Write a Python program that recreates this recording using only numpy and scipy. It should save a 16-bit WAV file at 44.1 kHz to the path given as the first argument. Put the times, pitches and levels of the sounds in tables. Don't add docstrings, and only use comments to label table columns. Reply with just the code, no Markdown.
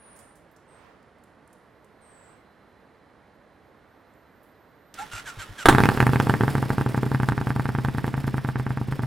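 import sys
import numpy as np
from scipy import signal
from scipy.fft import rfft, irfft
from scipy.io import wavfile
from scipy.ndimage import uniform_filter1d

SR = 44100
rng = np.random.default_rng(int(sys.argv[2]) if len(sys.argv) > 2 else 0)


def inscribe(sig):
    pcm = np.round(np.clip(np.atleast_2d(sig).T, -1, 1) * 32767)
    wavfile.write(sys.argv[1], SR, pcm.astype(np.int16))


N = 399546

# t/s, speed/rpm
ENGINE_SPEED = [(5.66, 1521), (5.78, 2251), (5.89, 2313), (6.0, 1887), (6.27, 1717), (6.34, 1745),
                (7.03, 1377), (7.12, 1450), (7.38, 1293), (7.47, 1319), (7.75, 1254), (7.85, 1197),
                (8.04, 1265), (8.14, 1196), (8.34, 1186), (8.45, 1088), (8.67, 1119), (9.0, 1077)]
IDLE_RPM = 1134


def undb(db):
    return 10 ** (np.asarray(db) / 20)


def seconds(length):
    return np.arange(int(length * SR)) / SR


def unit(x):
    return x / np.sqrt(np.mean(x ** 2))


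def add(out, s, x):
    i = int(round(s * SR))
    a, b = max(i, 0), min(i + len(x), N)
    if b > a:
        out[a:b] += x[a - i:b - i]


def convolve(x, response):
    return signal.fftconvolve(x, response)[:len(x)]


def gains(colour, size):
    hz, db = np.transpose(colour)
    return undb(np.interp(np.log(np.fft.rfftfreq(size, 1 / SR) + 1), np.log(hz), db))


def noise(colour):
    return unit(irfft(rfft(rng.standard_normal(N)) * gains(colour, N), N))


def impact(colour, size=1024):
    cepstrum = irfft(np.log(gains(colour, size)))
    cepstrum[1:size // 2] *= 2
    cepstrum[size // 2 + 1:] = 0
    return irfft(np.exp(rfft(cepstrum)))


def resonate(x, hz, width_hz):
    return signal.lfilter(*signal.iirpeak(hz, hz / width_hz, fs=SR), x)


def wander(rate):
    step = int(SR / rate)
    return unit(uniform_filter1d(np.repeat(rng.standard_normal(N // step + 1), step), step)[:N])


def gate(start, end, edge_s):
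    t = np.arange(N) / SR
    return np.clip(np.minimum(t - start, end - t) / edge_s + .5, 0, 1)


def glide(start, end, first_hz, last_hz, waver):
    hz = np.interp(np.arange(N) / SR, [start, end], [first_hz, last_hz])
    return 2 * np.pi * np.cumsum(hz * (1 + waver)) / SR


def place(x, pan_db, wet_db, t60_s, dull_hz):
    t = seconds(1)
    dull = signal.butter(1, dull_hz, fs=SR)
    out = []
    for side in (1, -1):
        tail = rng.standard_normal(len(t)) * undb(-60 * t / t60_s) * (1 - np.exp(-t / 0.011))
        tail = signal.lfilter(*dull, tail / np.linalg.norm(tail))
        out.append(x * undb(side * pan_db / 2) + undb(wet_db) * convolve(x, tail))
    return np.array(out)


def far_traffic(level_db=-56.5, side_db=-12):
    # f/Hz, level/dB
    hum = [(15, -43), (25, -26), (49, -5.5), (81, -2), (112, -2.5), (326, -2), (373, -6), (438, -2),
           (1960, -12), (2500, -21.5), (4150, -27.5), (6540, -37.5), (11800, -38.5), (15000, -74)]
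    mid = noise(hum) * undb(0.15 * wander(4.2))
    side = undb(side_db) * noise(hum)
    pan = undb([[-1.2], [1.2]])
    return undb(level_db) * pan * np.array([mid + side, mid - side])


def bird():
    # start/s, end/s, first f/Hz, last f/Hz, level/dB, waver/share of the pitch
    calls = [(-.02, 0.146, 9800, 9300, -58, 0.008), (0.151, 0.307, 9300, 8900, -63, 0.0097),
             (0.68, 0.765, 8530, 8400, -66.5, 0.018), (2.015, 2.202, 8620, 7900, -63.5, 0.0277),
             (2.19, 2.323, 7940, 7800, -64.5, 0.038)]
    out, trill = np.zeros(N), wander(460)
    for start, end, first_hz, last_hz, db, waver in calls:
        phase = glide(start, end, first_hz, last_hz, waver * trill)
        out += undb(db) * gate(start, end, 0.017) * np.sin(phase)
    return out


def fuel_pump(hz=4070, low_db=-88, high_db=-85):
    # t/s, level/dB
    effort = [(1.58, -20), (1.63, 0), (2.7, 0), (3.1, -7), (3.8, -3), (4.1, 2), (4.939, 4)]
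    s, db = np.transpose(effort)
    phase = glide(s[0], s[-1], hz, hz * .993, 0.00079 * wander(60))
    level = gate(s[0], s[-1], .05) * undb(np.interp(np.arange(N) / SR, s, db))
    return level * (undb(low_db) * np.sin(phase) + undb(high_db) * np.sin(3 * phase))


def rider():
    # t/s, level/dB, f/Hz, time to fade by 60 dB/s
    ticks = [(0.162, -57, 9400, 0.1), (.19, -53.5, 8950, .1), (.355, -63, 9200, 0.15),
             (.514, -68, 13000, .08), (.563, -63, 7000, .06), (1.027, -69, 8000, .03),
             (1.184, -71, 9000, .025), (1.237, -59.5, 9500, 0.029), (1.476, -61, 9400, 0.022),
             (1.529, -58, 9400, 0.04), (1.845, -64, 9300, 0.032), (4.137, -71, 7500, .03),
             (4.43, -68.5, 11500, 0.2)]
    # start/s, end/s, level/dB
    brushes = [(0, 0.277, -62), (0.7, 0.933, -61.5), (2.003, 2.402, -64.5)]
    # f/Hz, level/dB
    cloth = [(300, 10.5), (1000, 15.5), (1800, 10.5), (3500, -0.5), (12000, -18)]
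    keys, t = np.zeros(N), seconds(.2)
    for s, db, hz, t60 in ticks:
        ring = unit(resonate(rng.standard_normal(len(t)), hz, width_hz=2800))
        add(keys, s, undb(db - 60 * t / t60) * ring)
    rubbing = sum(undb(db) * gate(start, end, 0.15) for start, end, db in brushes)
    return keys + rubbing * noise(cloth)


def starter(on_s=4.941, off_s=5.68, whir_db=-49, clack_db=-40, cycles_per_knock=5):
    # start/s, end/s, first f/Hz, last f/Hz, whine/dB, rasp/dB
    strains = [(4.983, 4.998, 1390, 1327, -37, -45.5), (4.993, 5.035, 767, 872, -36, -44.5),
               (5.117, 5.207, 1416, 1436, -40.5, -40.5), (5.26, 5.311, 1670, 1308, -40, -40.5),
               (5.392, 5.441, 1650, 1267, -40, -39.5), (5.583, 5.636, 1710, 1270, -38.5, -39.5)]
    # f/Hz, level/dB
    gears = [(200, -22), (600, 5), (1500, 12), (2400, 10), (2900, 4), (3500, 7), (5000, 2), (5800, 4.5),
             (7000, 2), (7500, 8), (8300, 1.5), (10000, -4.5), (12000, -5), (15500, -23)]
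    # f/Hz, level/dB
    motor = [(200, 4), (600, -1.5), (1500, 3.5), (2500, -4), (3500, -3.5), (4500, -10.5), (5600, -10),
             (7000, -13.5), (11000, -16), (15500, -25)]
    whine, rasp, wobble = 0, 0, .025 * wander(250)
    tooth, scrape = impact(gears), noise(gears)
    for start, end, first_hz, last_hz, whine_db, rasp_db in strains:
        phase = glide(start, end, first_hz, last_hz, wobble)
        on = gate(start, end, 0.015)
        whine += undb(whine_db) * on * np.sqrt(2) * (np.sin(phase) + undb(-12) * np.sin(2 * phase))
        beats = np.diff(phase // (2 * np.pi * cycles_per_knock), prepend=0)
        knocks = undb(-3) * unit(convolve(beats, tooth))
        rasp += undb(rasp_db) * on * (scrape + knocks) / np.sqrt(2)
    whir = undb(whir_db) * gate(on_s, off_s, 0.0063) * noise(motor)
    flicker = undb(1.5 * wander(330))
    clack = np.zeros(N)
    add(clack, on_s, undb(clack_db) * np.exp(-seconds(.06) / 0.0038))
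    clack *= unit(resonate(rng.standard_normal(N), hz=4700, width_hz=4600))
    return (whir + rasp + whine) * flicker + clack


def chuffs(hz=95, thud_hz=42, swell_s=0.0074):
    # t/s, level/dB
    puffs = [(5.133, -40.5), (5.372, -38.5), (5.492, -39)]
    out, t = np.zeros(N), seconds(0.15)
    swing = np.sin(2 * np.pi * hz * t) + 0.75 * np.sin(2 * np.pi * thud_hz * t)
    swell = t / swell_s * np.exp(1 - t / swell_s)
    for s, db in puffs:
        add(out, s, undb(db) * swell * swing * np.sqrt(2))
    return out


def revs():
    return np.interp(np.arange(N) / SR, *np.transpose(ENGINE_SPEED)) / IDLE_RPM


def firings(catch_s=5.6574, twin_lag=.372):
    # t/s, boom/dB, crack/dB
    odd_burns = [(5.657, -6, 9.5), (5.686, -4.5, 11), (5.784, -0.5, 3), (5.837, 0, -0.5),
                 (5.918, -13, -8.5), (5.95, -13.5, -19), (5.975, -7.5, -5), (6.0037, 1.5, 3.5),
                 (6.068, 1.5, 3), (6.093, -0.5, -6), (6.201, 2.5, 4), (6.23, -5, -27), (6.2969, 2.3, 5.5),
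                 (6.366, -10.2, -29), (6.509, -10, -21), (6.582, -2, -6), (6.66, -12, -18),
                 (6.733, -8.5, -10.5), (6.896, -10, -20), (7.065, -3, -6), (7.288, 1.5, 4.5),
                 (7.597, .9, 3), (7.849, .6, 4), (7.949, -2.5, -5.5), (8.179, -1.5, -3.5), (8.243, -1, -8),
                 (8.489, 0.7, 3.5), (8.886, -1, -11)]
    t = np.arange(N) / SR
    cycles = np.cumsum(np.interp(t, *np.transpose(ENGINE_SPEED)) / 120) / SR
    cycles -= np.interp(catch_s, t, cycles)
    stroke = np.arange(2 * int(cycles[-1] + 1))
    due = stroke // 2 + twin_lag * (stroke % 2)
    heard = due < cycles[-1]
    twin = stroke[heard] % 2
    times = np.interp(due[heard], cycles, t)
    doublings = np.log2(np.interp(times, t, revs()))
    extra_db = rng.standard_normal((len(times), 2)) * [0.84, -0.3]
    for s, boom_db, crack_db in odd_burns:
        nearest = np.argmin(abs(times - s))
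        times[nearest], extra_db[nearest] = s, (boom_db, crack_db)
    boom_db = -27 + 8 * doublings + 0.95 * twin + extra_db[:, 0]
    crack_db = -33.5 + 12.5 * doublings - 0.8 * twin + extra_db[:, 1]
    return np.column_stack([times, boom_db, crack_db])


def valves_and_chain(burns, chain_db=-52, open_db=-46, shut_db=-47, decay_s=0.021):
    # f/Hz, level/dB
    valve_colour = [(300, 22), (1000, 13.5), (2000, 7), (3300, 1), (5000, 1), (6200, -7), (7500, -3),
                    (10500, -3), (13000, -5.5), (16000, -11)]
    # f/Hz, level/dB
    chain_colour = [(300, -6), (1800, 2.5), (2700, -4), (3500, -5), (4400, -13.5), (5200, -7.5),
                    (6400, -18), (11000, -30), (16000, -54)]
    times, t = burns[:, 0], seconds(.06)
    taps, speed = np.zeros(N), revs()
    burst = t / decay_s * 2 * np.exp(1 - 2 * t / decay_s)
    for s, chance in zip(times, rng.standard_normal((len(times), 3))):
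        pace = speed[int(s * SR)] ** .5
        add(taps, s - 0.016 / pace, undb(open_db + 2 * chance[0]) * burst)
        add(taps, s + 0.019 / pace + 0.0038 * chance[1], undb(shut_db + 2 * chance[2]) * burst)
    chain = undb(chain_db) * gate(times[0], 10, .02) * noise(chain_colour)
    clatter = taps * undb(3 * wander(1200)) * noise(valve_colour)
    return (chain + clatter) * undb(7 * np.log2(speed))


def slap_back(x, cobbles_db=-13, cobbles_decay_s=.018):
    # delay/ms, level/dB
    echoes = [(1.3, -21.5), (2.5, -15), (4.4, -17.5), (5.9, -14.5), (8.55, -15), (9.75, -17), (10.9, -12)]
    t = seconds(0.023)
    scatter = rng.standard_normal(len(t)) * np.exp(-t / cobbles_decay_s)
    out = x + undb(cobbles_db) * convolve(x, scatter / np.linalg.norm(scatter))
    for ms, db in echoes:
        add(out, ms / 1000, undb(db) * x)
    return out


def bangs(decay_s=0.0037, roar_db=-17, roar_s=0.031):
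    # t/s, level/dB
    blasts = [(5.658, -4), (5.6864, 3.5)]
    # f/Hz, level/dB
    colour = [(100, 2.5), (330, 9), (480, -5), (620, -12), (900, 6), (1400, 0.5), (2500, -18.5),
              (3600, -11.5), (5000, -27.5), (9000, -21.5), (15000, -34)]
    level, t = np.zeros(N), seconds(0.13)
    for s, db in blasts:
        add(level, s, undb(db) * (np.exp(-t / decay_s) + undb(roar_db) * np.exp(-t / roar_s)))
    return level * noise(colour)


def exhaust_cracks(burns, boost_db=28.5, lead_s=0.0003, jet_decay_s=.0013):
    # f/Hz, level/dB
    snap_colour = [(100, -43), (300, 1), (450, -1), (580, -3), (900, 7), (1300, 4), (1750, 0.5),
                   (2300, -11), (3200, -25), (4500, -35), (9000, -58)]
    # f/Hz, level/dB
    jet_colour = [(200, -6), (700, -14), (1700, 9), (3000, -1), (5500, -23), (9500, -12), (15000, -26)]
    snaps, jets, t = np.zeros(N), np.zeros(N), seconds(.03)
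    usual_db, snap_size = np.median(burns[:, 2]), np.linalg.norm(impact(snap_colour))
    for (s, _, db), chance in zip(burns, rng.standard_normal((len(burns), 2))):
        tilt = 0.19 * (db - usual_db) + 3.05 * chance[1]
        snap = impact([(hz, level + tilt * np.log2(max(hz / 1000, 1))) for hz, level in snap_colour])
        add(snaps, s - lead_s, undb(db + boost_db) * snap / snap_size)
        jet_db = db - 3 + 0.65 * (db - usual_db) + 2 * chance[0]
        add(jets, s, undb(jet_db) * np.exp(-t / jet_decay_s))
    return snaps + jets * noise(jet_colour)


def exhaust_boom(burns, boost_db=6.0, mouth_hz=36):
    # f/Hz, width/Hz, level/dB
    pipe = [(72, 50, 0), (131, 18, 18), (221, 28, 7), (253, 25, 6), (293, 21, 7), (338, 18, 2),
            (405, 20, 13), (458, 40, 12)]
    lowest_hz = pipe[0][0]
    out, t, speed = np.zeros(N), seconds(.2) - .01, revs()
    for (s, db, _), chance in zip(burns, rng.standard_normal((len(burns), 3))):
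        length, drag, heat = np.exp(np.array([.1, .15, .025]) * chance)
        pace = speed[int(s * SR)]
        length /= pace ** 0.35
        puff = np.exp(-.5 * ((t + .0003) / (.0009 * length)) ** 2)
        dip = np.exp(-.5 * ((t + .0014) / (.00117 * length)) ** 2)
        push = puff - .52 * dip
        ring = 0
        for hz, width, ring_db in pipe:
            damping = drag * pace ** (0.076 + 0.81 * lowest_hz / hz)
            ring += undb(ring_db) / damping * resonate(push, hz * heat, width * damping)
        add(out, s + t[0], undb(db + boost_db) * (push + ring))
    return signal.lfilter(*signal.butter(2, mouth_hz, "high", fs=SR), out)


def scene():
    burns = firings()
    return (place(exhaust_boom(burns), pan_db=1.5, wet_db=-9, t60_s=0.28, dull_hz=405)
            + place(slap_back(exhaust_cracks(burns) + bangs()),
                    pan_db=-1.5, wet_db=-19.5, t60_s=0.61, dull_hz=5100)
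            + place(valves_and_chain(burns), pan_db=-1, wet_db=-16.5, t60_s=0.18, dull_hz=13100)
            + place(starter() + chuffs(), pan_db=-1, wet_db=-7, t60_s=0.086, dull_hz=8000)
            + place(rider(), pan_db=-9, wet_db=0.5, t60_s=0.43, dull_hz=9600)
            + place(fuel_pump(), pan_db=-6, wet_db=8, t60_s=0.42, dull_hz=9900)
            + place(bird(), pan_db=1, wet_db=2.5, t60_s=0.28, dull_hz=12000)
            + far_traffic())


def record(dry, bottom_hz=8, top_hz=15850, ceiling=.97):
    # f/Hz, phase lead/rad, level/dB
    mismatch = [(2400, 0.13, -1.5), (5900, 0.31, -2), (7960, 0.78, -2), (9900, 0, 2), (15000, 0, 1)]
    hz, lead, louder_db = np.transpose(mismatch)
    bins = np.fft.rfftfreq(N, 1 / SR)
    half = (undb(np.interp(bins, hz, louder_db)) * np.exp(1j * np.interp(bins, hz, lead))) ** .5
    coloured = irfft(rfft(dry) * np.array([half, 1 / half]), N)
    coloured = signal.lfilter(*signal.butter(1, bottom_hz, "high", fs=SR), coloured)
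    rounded = coloured / (1 + (coloured / ceiling) ** 6) ** (1 / 6)
    return signal.sosfilt(signal.ellip(10, .1, 70, top_hz, fs=SR, output="sos"), rounded)


dry = scene()
out = record(dry)
inscribe(out)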